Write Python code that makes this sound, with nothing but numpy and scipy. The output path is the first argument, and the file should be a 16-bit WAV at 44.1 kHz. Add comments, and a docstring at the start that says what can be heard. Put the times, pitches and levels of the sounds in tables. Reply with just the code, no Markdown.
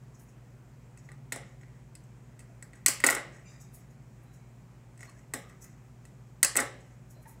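"""Snipping leads off a circuit board

Flush cutters snip wires on a wooden bench: bursts of force ring the steel, the hollow under the board and
the board itself, which springs back and clatters. Between cuts the jaws tick on solder joints.
Fingers rub cut wires over paper, made of dense random slips; faint narrow tones of filtered noise ring and fade.
Wavering motor and mains tones and a soft noise of air and hiss lie behind, in a small echoing room."""
import sys
import numpy as np
from scipy import signal
from scipy.io import wavfile

SR = 44100
rng = np.random.default_rng(int(sys.argv[2]) if len(sys.argv) > 2 else 0)


def wav_out(sig):
    """Save sig, one row per channel (or a flat mono array), as 16-bit PCM at SR to the path in sys.argv[1]."""
    wavfile.write(sys.argv[1], SR, np.round(np.clip(np.atleast_2d(sig).T, -1, 1) * 32767).astype(np.int16))


N = 326340   # length in samples

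# Room air and microphone hiss. Each row: frequency in Hz, relative level in dB per Hz.
AIR = [(25, -24.5), (45, -18), (80, -6.5), (140, 5), (230, -1.5), (330, -9.5), (700, -12.5), (1300, -18.5),
       (2300, -22), (3300, -31.5), (5000, -32), (7500, -27), (10000, -38.5), (15000, -38)]
AIR_DB = -57.5   # overall level
CUTOFF_HZ = 16350   # from here up the sound is at least 60 dB down

# Motor and mains tones, one entry per tone: frequency in Hz, middle level in dB rms, spread of the waver in dB.
HUM_HZ = [29.39, 51.89, 58.78, 117.57, 120.0, 137.3, 176.3, 235.14, 374.3]
HUM_DB = [-79, -66, -64.5, -74, -55, -60, -75.5, -70.5, -74.5]
HUM_WAVER_DB = [.7, 1, .6, .7, 0.73, 3, 1.2, 1.2, 0.66]

# How the room dies away. Each row: frequency in Hz, time to fall 60 dB in seconds, level in dB before WET_DB.
ROOM_DECAY = [(254.7, 0.67, -17), (600, 0.8, -17), (1380, 0.36, -15.5), (2500, 0.61, -15),
              (5200, 0.44, -22), (9250, 0.21, -28), (15130, 0.068, -21.5)]
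EARLY_T60_S, EARLY_DB = 0.22, 2.5   # dense reflections off nearby surfaces, level against the tail
WET_DB = -15   # level of the whole room response
BENCH_ECHO_S, BENCH_ECHO_DB = 0.0042, -8

# Resonances of each part. Each row: frequency in Hz, width in Hz, level in dB against the other rows.
WIRE_MODES = [(5430, 400, -5.5), (6100, 780, -4), (6850, 310, 2), (7800, 360, 0.5), (8000, 280, 0)]
FINGER_MODES = [(9400, 2200, 2.5), (11700, 900, -7.5), (12245, 900, -7), (14430, 2700, -1)]
JAW_MODES = [(3420, 1400, -4), (4180, 350, 2.5), (5234, 270, -3.5)]
STEEL_MODES = [(6085, 450, -9), (6870, 390, -3.5), (8310, 670, 2), (8680, 360, -2.5), (9407, 360, -3.5)]
EDGE_MODES = [(10800, 990, 1), (12000, 900, -1.5), (12400, 1400, -1.5), (15360, 3300, -5.5)]
HOLLOW_MODES = [(1947, 190, 3.5), (2250, 200, -3.5), (2428, 200, -12.5)]
KNOCK_MODES = [(1090, 120, -3), (1321.6, 93, 1), (1518, 65, 0), (1816, 120, -3)]
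BOARD_MODES = [(247.4, 23, -2.5), (290, 55, -2), (375, 55, 1), (567, 29, 0), (680, 35, -4.5),
               (834, 29, -2.5)]
# Slender parts of the cutter that ring on after a touch.
# Each row: frequency in Hz, width in Hz, level in dB against the snap.
PING_MODES = [(2030, 44, -27.5), (2620, 60, -25), (4280, 92, -34.5), (5020, 60, -32), (5320, 190, -30),
              (6440, 70, -26.5), (6500, 130, -27.5), (7100, 220, -30), (7810, 64, -21.5),
              (8350, 170, -22.5), (8830, 88, -24.5), (9920, 100, -24.5)]

# Strokes of the hands. Each row: loudest moment in seconds, fading time in seconds, then the levels in dB
# of wire on paper, fingertips, and dragging jaws and board.
STROKES = [(0.15, 0.033, -64, -80, -81), (0.198, 0.053, -70, -62.5, -78), (0.295, 0.017, -63.5, -71, -83),
           (0.99, 0.016, -63, -84, -78), (1.046, 0.05, -66.5, -76, -78), (1.46, 0.18, -73, -92, -74),
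           (1.614, 0.04, -70, -91, -78), (1.75, .1, -84, -92, -77.5), (2.42, 0.025, -79, -79, -69),
           (2.755, 0.039, -66, -81, -62), (3.331, .15, -67, -88.5, -62), (3.5, 0.12, -65.5, -80.5, -70),
           (3.614, 0.037, -56, -62.5, -80), (3.747, .05, -65, -54.5, -85), (3.8, 0.047, -68.5, -81, -79),
           (3.908, .04, -71, -78, -79.5), (4.234, 0.046, -84, -74.5, -81.5), (4.338, .05, -67, -71, -82.5),
           (5.014, 0.15, -60, -73, -63.5), (5.188, 0.031, -67.5, -83.5, -81), (5.42, 0.046, -75, -80, -72),
           (5.498, .03, -66.5, -81.5, -60.5), (5.623, 0.035, -54.5, -60.5, -68),
           (5.646, 0.012, -63, -54.5, -59.5), (5.7, .15, -72, -86, -78), (6.8, 0.3, -73.5, -84, -72),
           (7.108, 0.046, -67, -63, -82.5), (7.228, 0.03, -71, -63.5, -80), (7.282, 0.084, -70, -61, -70)]
RUB_FADE_DB, RUB_RISE_S = -21.5, 0.018   # level lost over the fading time; the swell climbs as much in RUB_RISE_S
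RUB_FLUTTER_DB, SLIP_SPREAD_DB = 2.5, 2.5   # unevenness of the pressure, and of single slips
DRAG_PING_DB = -7   # dragging also sets the slender parts ringing

# Faint narrow-band tones that start quickly and fade. Each row: start in seconds,
# time to lose 20 dB in seconds, frequency in Hz, level in dB rms before the swell and fade.
FAINT_TONES = [(1.096, 0.04, 1180, -59), (2.49, 0.04, 680, -55), (3.444, 0.22, 2390, -65),
               (3.446, 0.17, 2720, -66), (3.464, .4, 3730, -72.5), (3.455, 0.27, 4880, -64.5),
               (3.46, 0.15, 6100, -63), (3.445, 0.15, 7150, -62.5), (4.261, 0.28, 3970, -76),
               (4.394, 0.13, 2250, -69.5), (4.993, 0.17, 5320, -70), (5.073, 0.037, 4280, -62),
               (5.076, 0.059, 1090, -55), (5.157, 0.079, 1700, -65), (5.428, 0.19, 1240, -60),
               (7.138, 0.21, 4110, -72), (7.162, 0.094, 600, -56), (7.25, 0.15, 890, -57),
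               (7.249, 0.03, 1700, -52)]
FAINT_TONE_WIDTH_HZ, FAINT_TONE_RISE_S = 65, 0.008

# The jaws tick on solder joints.
# Each row: start in seconds, steel snap in dB before TICK_SNAP_DB, hollow ring in dB.
TICKS = [(0.974, -47.5, -57), (1.089, -55, -44), (1.117, -46, -47), (1.612, -57, -55), (1.633, -66, -48.5),
         (1.682, -64, -59), (1.741, -70, -60), (1.952, -38, -59), (2.038, -55, -71.5), (2.392, -41.5, -52),
         (2.403, -48, -55), (2.625, -37.5, -41.5), (2.733, -50, -46.5), (4.976, -48.5, -59.5),
         (4.992, -52, -54), (5.007, -43, -44), (5.03, -45.5, -39.5), (5.053, -54.5, -48.5),
         (5.095, -46.5, -62), (5.116, -59, -62), (5.191, -58, -61), (5.497, -54.5, -54.5),
         (6.052, -46, -54.5), (7.258, -70.5, -51.5)]
# Cutter and board bounce and clatter on the bench.
# Each row: start in seconds, then the peaks of steel snap, hollow ring and board thud in dB.
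BOUNCES = [(1.36, -33.5, -38.5, -36), (1.433, -73, -45, -64), (2.8826, -11, -33, -32.5),
           (3.0025, -31, -32.5, -56), (3.039, -18.5, -8, -20.5), (3.043, -15, -32, -26),
           (3.065, -9.5, -24, -23.5), (3.069, -16, -37, -29.5), (3.088, -32, -12.5, -26.5),
           (3.1, -16.5, -34, -30), (3.106, -16.5, -25, -38), (3.126, -33, -26, -31.5),
           (3.131, -28, -44, -42), (3.149, -23.5, -28.5, -38.5), (3.166, -44, -27.5, -35),
           (3.172, -54, -28, -47), (3.182, -57, -31.5, -42), (6.447, -10.5, -40, -35),
           (6.5552, -24, -24, -29.5), (6.5659, -11, -40, -42), (6.571, -9.5, -45, -27.5),
           (6.581, -43, -25, -34), (6.5884, -39, -20, -27), (6.594, -42, -26, -36), (6.6, -23, -37, -34.5),
           (6.604, -21, -35, -30.5), (6.622, -44, -32.5, -32.5)]
# The jaws bite through wire. Each row: start in seconds, then the peaks of steel snap, hollow ring and
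# board thud in dB, length in milliseconds, jaw clack in dB, knock in dB.
SNIPS = [(1.322, -25.5, -25, -37.5, 5, -34, -40.5), (2.8614, -5.5, -16, -35.5, 2.3, -18.5, -28),
         (5.337, -23.5, -27, -35, 4.3, -39, -32), (6.4294, -4.5, -16, -35, 2.4, -15.5, -29.5)]
BOUNCE_MS, TICK_MS = 1.4, 2.3   # set how long the force lasts
TICK_THUD_DB = -10.5   # a tick barely moves the board: thud against hollow ring
TICK_PING_DB, TICK_SNAP_DB = 3.5, -3   # a light tick is more ring than snap

# Colour of a contact. Each list: level in dB for a bounce, a tick and, in the edge list only, a snip.
CLACK_UNDER_SNAP_DB = [-21, -17]
CLACK_UNDER_RING_DB = [-16.5, -16.5]
EDGE_UNDER_SNAP_DB = [-10, -19, -9.5]
KNOCK_DB, KNOCK_FOLLOWS_RING = [1, -5.5], 0.51   # the knock is set between ring and thud, then shifted


def amp(db):
    """Turn decibels into a plain gain."""
    return 10 ** (np.asarray(db) / 20)


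def rms_one(x):
    """Scale a sound to an average strength (rms) of 1."""
    return x / np.sqrt(np.mean(x ** 2) + 1e-20)


def at_hz(table, hz):
    """Read the columns of a table at one frequency, between rows on a log-frequency axis."""
    f, *columns = np.transpose(table)
    return [np.interp(np.log(hz), np.log(f), column) for column in columns]


def drift(rate_hz):
    """Slow random wandering of spread 1: smoothed noise made at every 40th sample, then filled in."""
    r = np.exp(-2 * np.pi * rate_hz / (SR / 40))
    noise = rng.standard_normal(N // 40 + 4002)
    slow = signal.lfilter([1], [1, -2 * r, r * r], noise)[4000:]   # skip the filter's start
    return np.interp(np.arange(N) / 40, np.arange(len(slow)), rms_one(slow - slow.mean()))


def body(x, modes):
    """A solid part shaken by x: resonances side by side, with alternating signs."""
    out = 0
    for k, (hz, width_hz, level_db) in enumerate(modes):
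        r = np.exp(-np.pi * width_hz / SR)   # a narrower resonance rings longer
        poles = [1, -2 * r * np.cos(2 * np.pi * hz / SR), r * r]
        zeros = [(1 - r * r) / 2, 0, (r * r - 1) / 2]
        ring = signal.lfilter(zeros, poles, x + 1e-18)
        out = out + (-1) ** k * amp(level_db) * ring
    return out


def soften(x, edge_hz):
    """A soft contact loses the treble above its edge frequency."""
    return signal.sosfilt(signal.butter(2, edge_hz, fs=SR, output="sos"), x)


def bands(length):
    """Third-octave bands of white noise, neighbours unrelated: pairs of centre in Hz and noise."""
    edges = 20 * 2 ** (np.arange(30) / 3)
    white = rng.standard_normal((2, length))
    for k, (low, high) in enumerate(zip(edges, edges[1:])):
        sos = signal.butter(2, [low, high], "band", fs=SR, output="sos")
        yield np.sqrt(low * high), signal.sosfilt(sos, white[k % 2])


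def air():
    """Room air and hiss: smooth noise, each band flickering a little."""
    out = 0
    for hz, noise in bands(N):
        level_db = at_hz(AIR, hz)[0]
        out = out + noise * amp(level_db + 0.8 * drift(6))
    return amp(AIR_DB) * rms_one(out)


def hum():
    """Motor and mains tones of steady pitch whose levels waver."""
    t, out = np.arange(N) / SR, 0
    for hz, level_db, waver_db in zip(HUM_HZ, HUM_DB, HUM_WAVER_DB):
        tone = np.sqrt(2) * np.sin(2 * np.pi * (hz * t + rng.random()))
        out = out + amp(level_db + waver_db * drift(1.8)) * tone
    return out


def room(x):
    """Reflections in the room: a quick early cloud and a tail that dies band by band."""
    t = np.arange(SR // 2) / SR
    response = np.zeros(len(t))
    early = amp(EARLY_DB - 60 * t / EARLY_T60_S)
    for hz, noise in bands(len(t)):
        t60, level_db = at_hz(ROOM_DECAY, hz)
        response += noise * amp(level_db) * (amp(-60 * t / t60) + early)
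    build_up = 1 - np.exp(-t / 0.0014)
    return signal.fftconvolve(x, response * build_up * amp(WET_DB))[:N]


def bench(x):
    """The sound plus one echo off the bench top."""
    lag = round(BENCH_ECHO_S * SR)
    return x + amp(BENCH_ECHO_DB) * np.pad(x, (lag, 0))[:N]


def faint_tones():
    """Noise held in one narrow resonance; it sets in quickly and loses 20 dB over its length."""
    out, t = np.zeros(N + SR), np.arange(SR // 2) / SR
    for s, length_s, hz, level_db in FAINT_TONES:
        noise = rng.standard_normal(SR)
        narrow = body(noise, [(hz, FAINT_TONE_WIDTH_HZ, 0)])
        tone = rms_one(body(narrow, [(hz, 5.7 * FAINT_TONE_WIDTH_HZ, 0)]))
        swell = (1 - np.exp(-t / FAINT_TONE_RISE_S)) * amp(-20 * t / length_s)
        # the last half second is used, when the resonance has settled
        out[round(s * SR):][:len(swell)] += amp(level_db) * swell * tone[-len(swell):]
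    return out[:N]


def strokes():
    """Each stroke of the hand swells and fades; gives gains for wire, fingertips and dragging."""
    t, out = np.arange(N) / SR, np.zeros((3, N))
    for s, fade_s, *levels_db in STROKES:
        away = np.maximum((t - s) / fade_s, (s - t) / RUB_RISE_S)
        out += amp(levels_db)[:, None] * amp(RUB_FADE_DB * np.minimum(away, 10))
    return out


def rubbing():
    """Rubbing is dense uneven slips, fine under wire and fingertips, sparser under the dragging jaws."""
    wire, fingers, drag = strokes()
    # gain over time, what rings, slips per second
    layers = [(wire, WIRE_MODES, 8000), (fingers, FINGER_MODES, 12000),
              (drag, HOLLOW_MODES + KNOCK_MODES, 700), (drag * amp(DRAG_PING_DB), PING_MODES, 300)]
    out = 0
    for gain, modes, per_s in layers:
        happens = rng.random(N) < per_s / SR
        strength = amp(SLIP_SPREAD_DB * rng.exponential(1, N))
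        slips = happens * strength * rng.choice([-1, 1], N)
        flutter = amp(RUB_FLUTTER_DB * drift(30))
        out = out + gain * flutter * rms_one(body(slips, modes))
    return out


def touches():
    """List all contacts, filling in the parts of their colour that follow from snap, ring and thud.
    Each row: start in seconds, clack, snap, edge, ring, knock and thud in dB, length in ms, ping in dB."""
    rows = [row + (BOUNCE_MS,) for row in BOUNCES]
    rows += [row + (row[2] + TICK_THUD_DB, TICK_MS) for row in TICKS]
    kind = np.repeat([0, 1, 2], [len(BOUNCES), len(TICKS), len(SNIPS)])
    light = kind[:len(rows)]   # bounces and ticks only: snips bring their own clack and knock
    _, snap, ring, thud, _ = np.transpose(rows)
    clack = np.maximum(snap + np.take(CLACK_UNDER_SNAP_DB, light), ring + np.take(CLACK_UNDER_RING_DB, light))
    knock = thud + KNOCK_FOLLOWS_RING * (ring - thud) + np.take(KNOCK_DB, light)
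    every = np.vstack([np.column_stack([rows, clack, knock]), SNIPS])
    s, snap, ring, thud, length_ms, clack, knock = every.T
    edge = snap + np.take(EDGE_UNDER_SNAP_DB, kind)
    ping = snap + TICK_PING_DB * (kind == 1)
    snap = snap + TICK_SNAP_DB * (kind == 1)
    return np.transpose([s, clack, snap, edge, ring, knock, thud, length_ms, ping])


def pings():
    """Every contact strikes each slender part of the cutter with a random strength and direction."""
    table, out = touches(), 0
    at = np.round(table[:, 0] * SR).astype(int)
    for hz, width_hz, level_db in PING_MODES:
        luck = rng.standard_normal(len(table))
        clicks = np.zeros(N)
        clicks[at] = amp(table[:, 8]) * luck * SR / (np.pi * width_hz)
        ring = body(clicks, [(hz, width_hz, level_db)])
        out = out + body(ring, [(hz, 600, 0)])   # the ring builds up over a moment
    return out


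def contacts():
    """Each contact is a short dying burst of force that shakes the steel, the hollow and the board.
    Gives the close sound and what spreads into the room, where many directions even out the colour."""
    table, lag_ms = touches(), np.arange(1500) / SR * 1000
    grit = rng.standard_normal((len(table), 1500))   # shared by all the parts
    at = np.round(table[:, :1] * SR).astype(int) + np.arange(1500)
    length_ms = np.clip(table[:, [7]], 0.2, 8)
    # what rings, first blunt blow, stretch of the length, softness edge in Hz, level into the room in dB
    parts = [(JAW_MODES, 1.5, 1.1, 9000, 0.1), (STEEL_MODES, 0.6, 1.1, 15000, 0.1),
             (EDGE_MODES, 0.6, 0.8, 19000, 0.1), (HOLLOW_MODES, 14.0, 0.8, 4000, -5),
             (KNOCK_MODES, 9.0, 1.5, 2400, 0.1), (BOARD_MODES, 25.0, 5.0, 1300, 2.5)]
    close, spread = 0, 0
    for column, (modes, blow, stretch, soft_hz, room_db) in enumerate(parts):
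        dying = np.exp(-lag_ms / (stretch * length_ms))
        onset = 1 - np.exp(-lag_ms / 0.084)
        force = soften(grit * dying * onset + blow * (lag_ms == 0), soft_hz)
        # scale so that the ringing peaks at the level in the table
        peak = np.abs(body(force, modes)).max(axis=1, keepdims=True)
        force *= amp(table[:, [column + 1]]) / peak
        track, clicks = np.zeros((2, N + 1500))
        np.add.at(track, at, force)
        close = close + body(track[:N], modes)
        # for the room: the same energy at once, into wider resonances
        clicks[at[:, 0]] = np.sqrt(np.sum(force ** 2, axis=1)) * np.sign(grit[:, column])
        clicks = soften(clicks + 1e-18, soft_hz)
        wide = [(hz, 2.0 * width_hz, level_db) for hz, width_hz, level_db in modes]
        spread = spread + amp(room_db) * body(clicks[:N], wide)
    return close, spread


def scene():
    """Add the background, the hands and the cutter, with the bench echo and the room."""
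    close, spread = contacts()
    rubs = rubbing()
    near = bench(close + rubs + faint_tones())
    mix = near + room(spread + rubs) + hum() + air() + pings()
    return mix[None]   # one channel


def record(dry):
    """Cut the top of the treble steeply."""
    return signal.sosfilt(signal.cheby2(16, 60, CUTOFF_HZ, fs=SR, output="sos"), dry)


dry = scene()
out = record(dry)
wav_out(out)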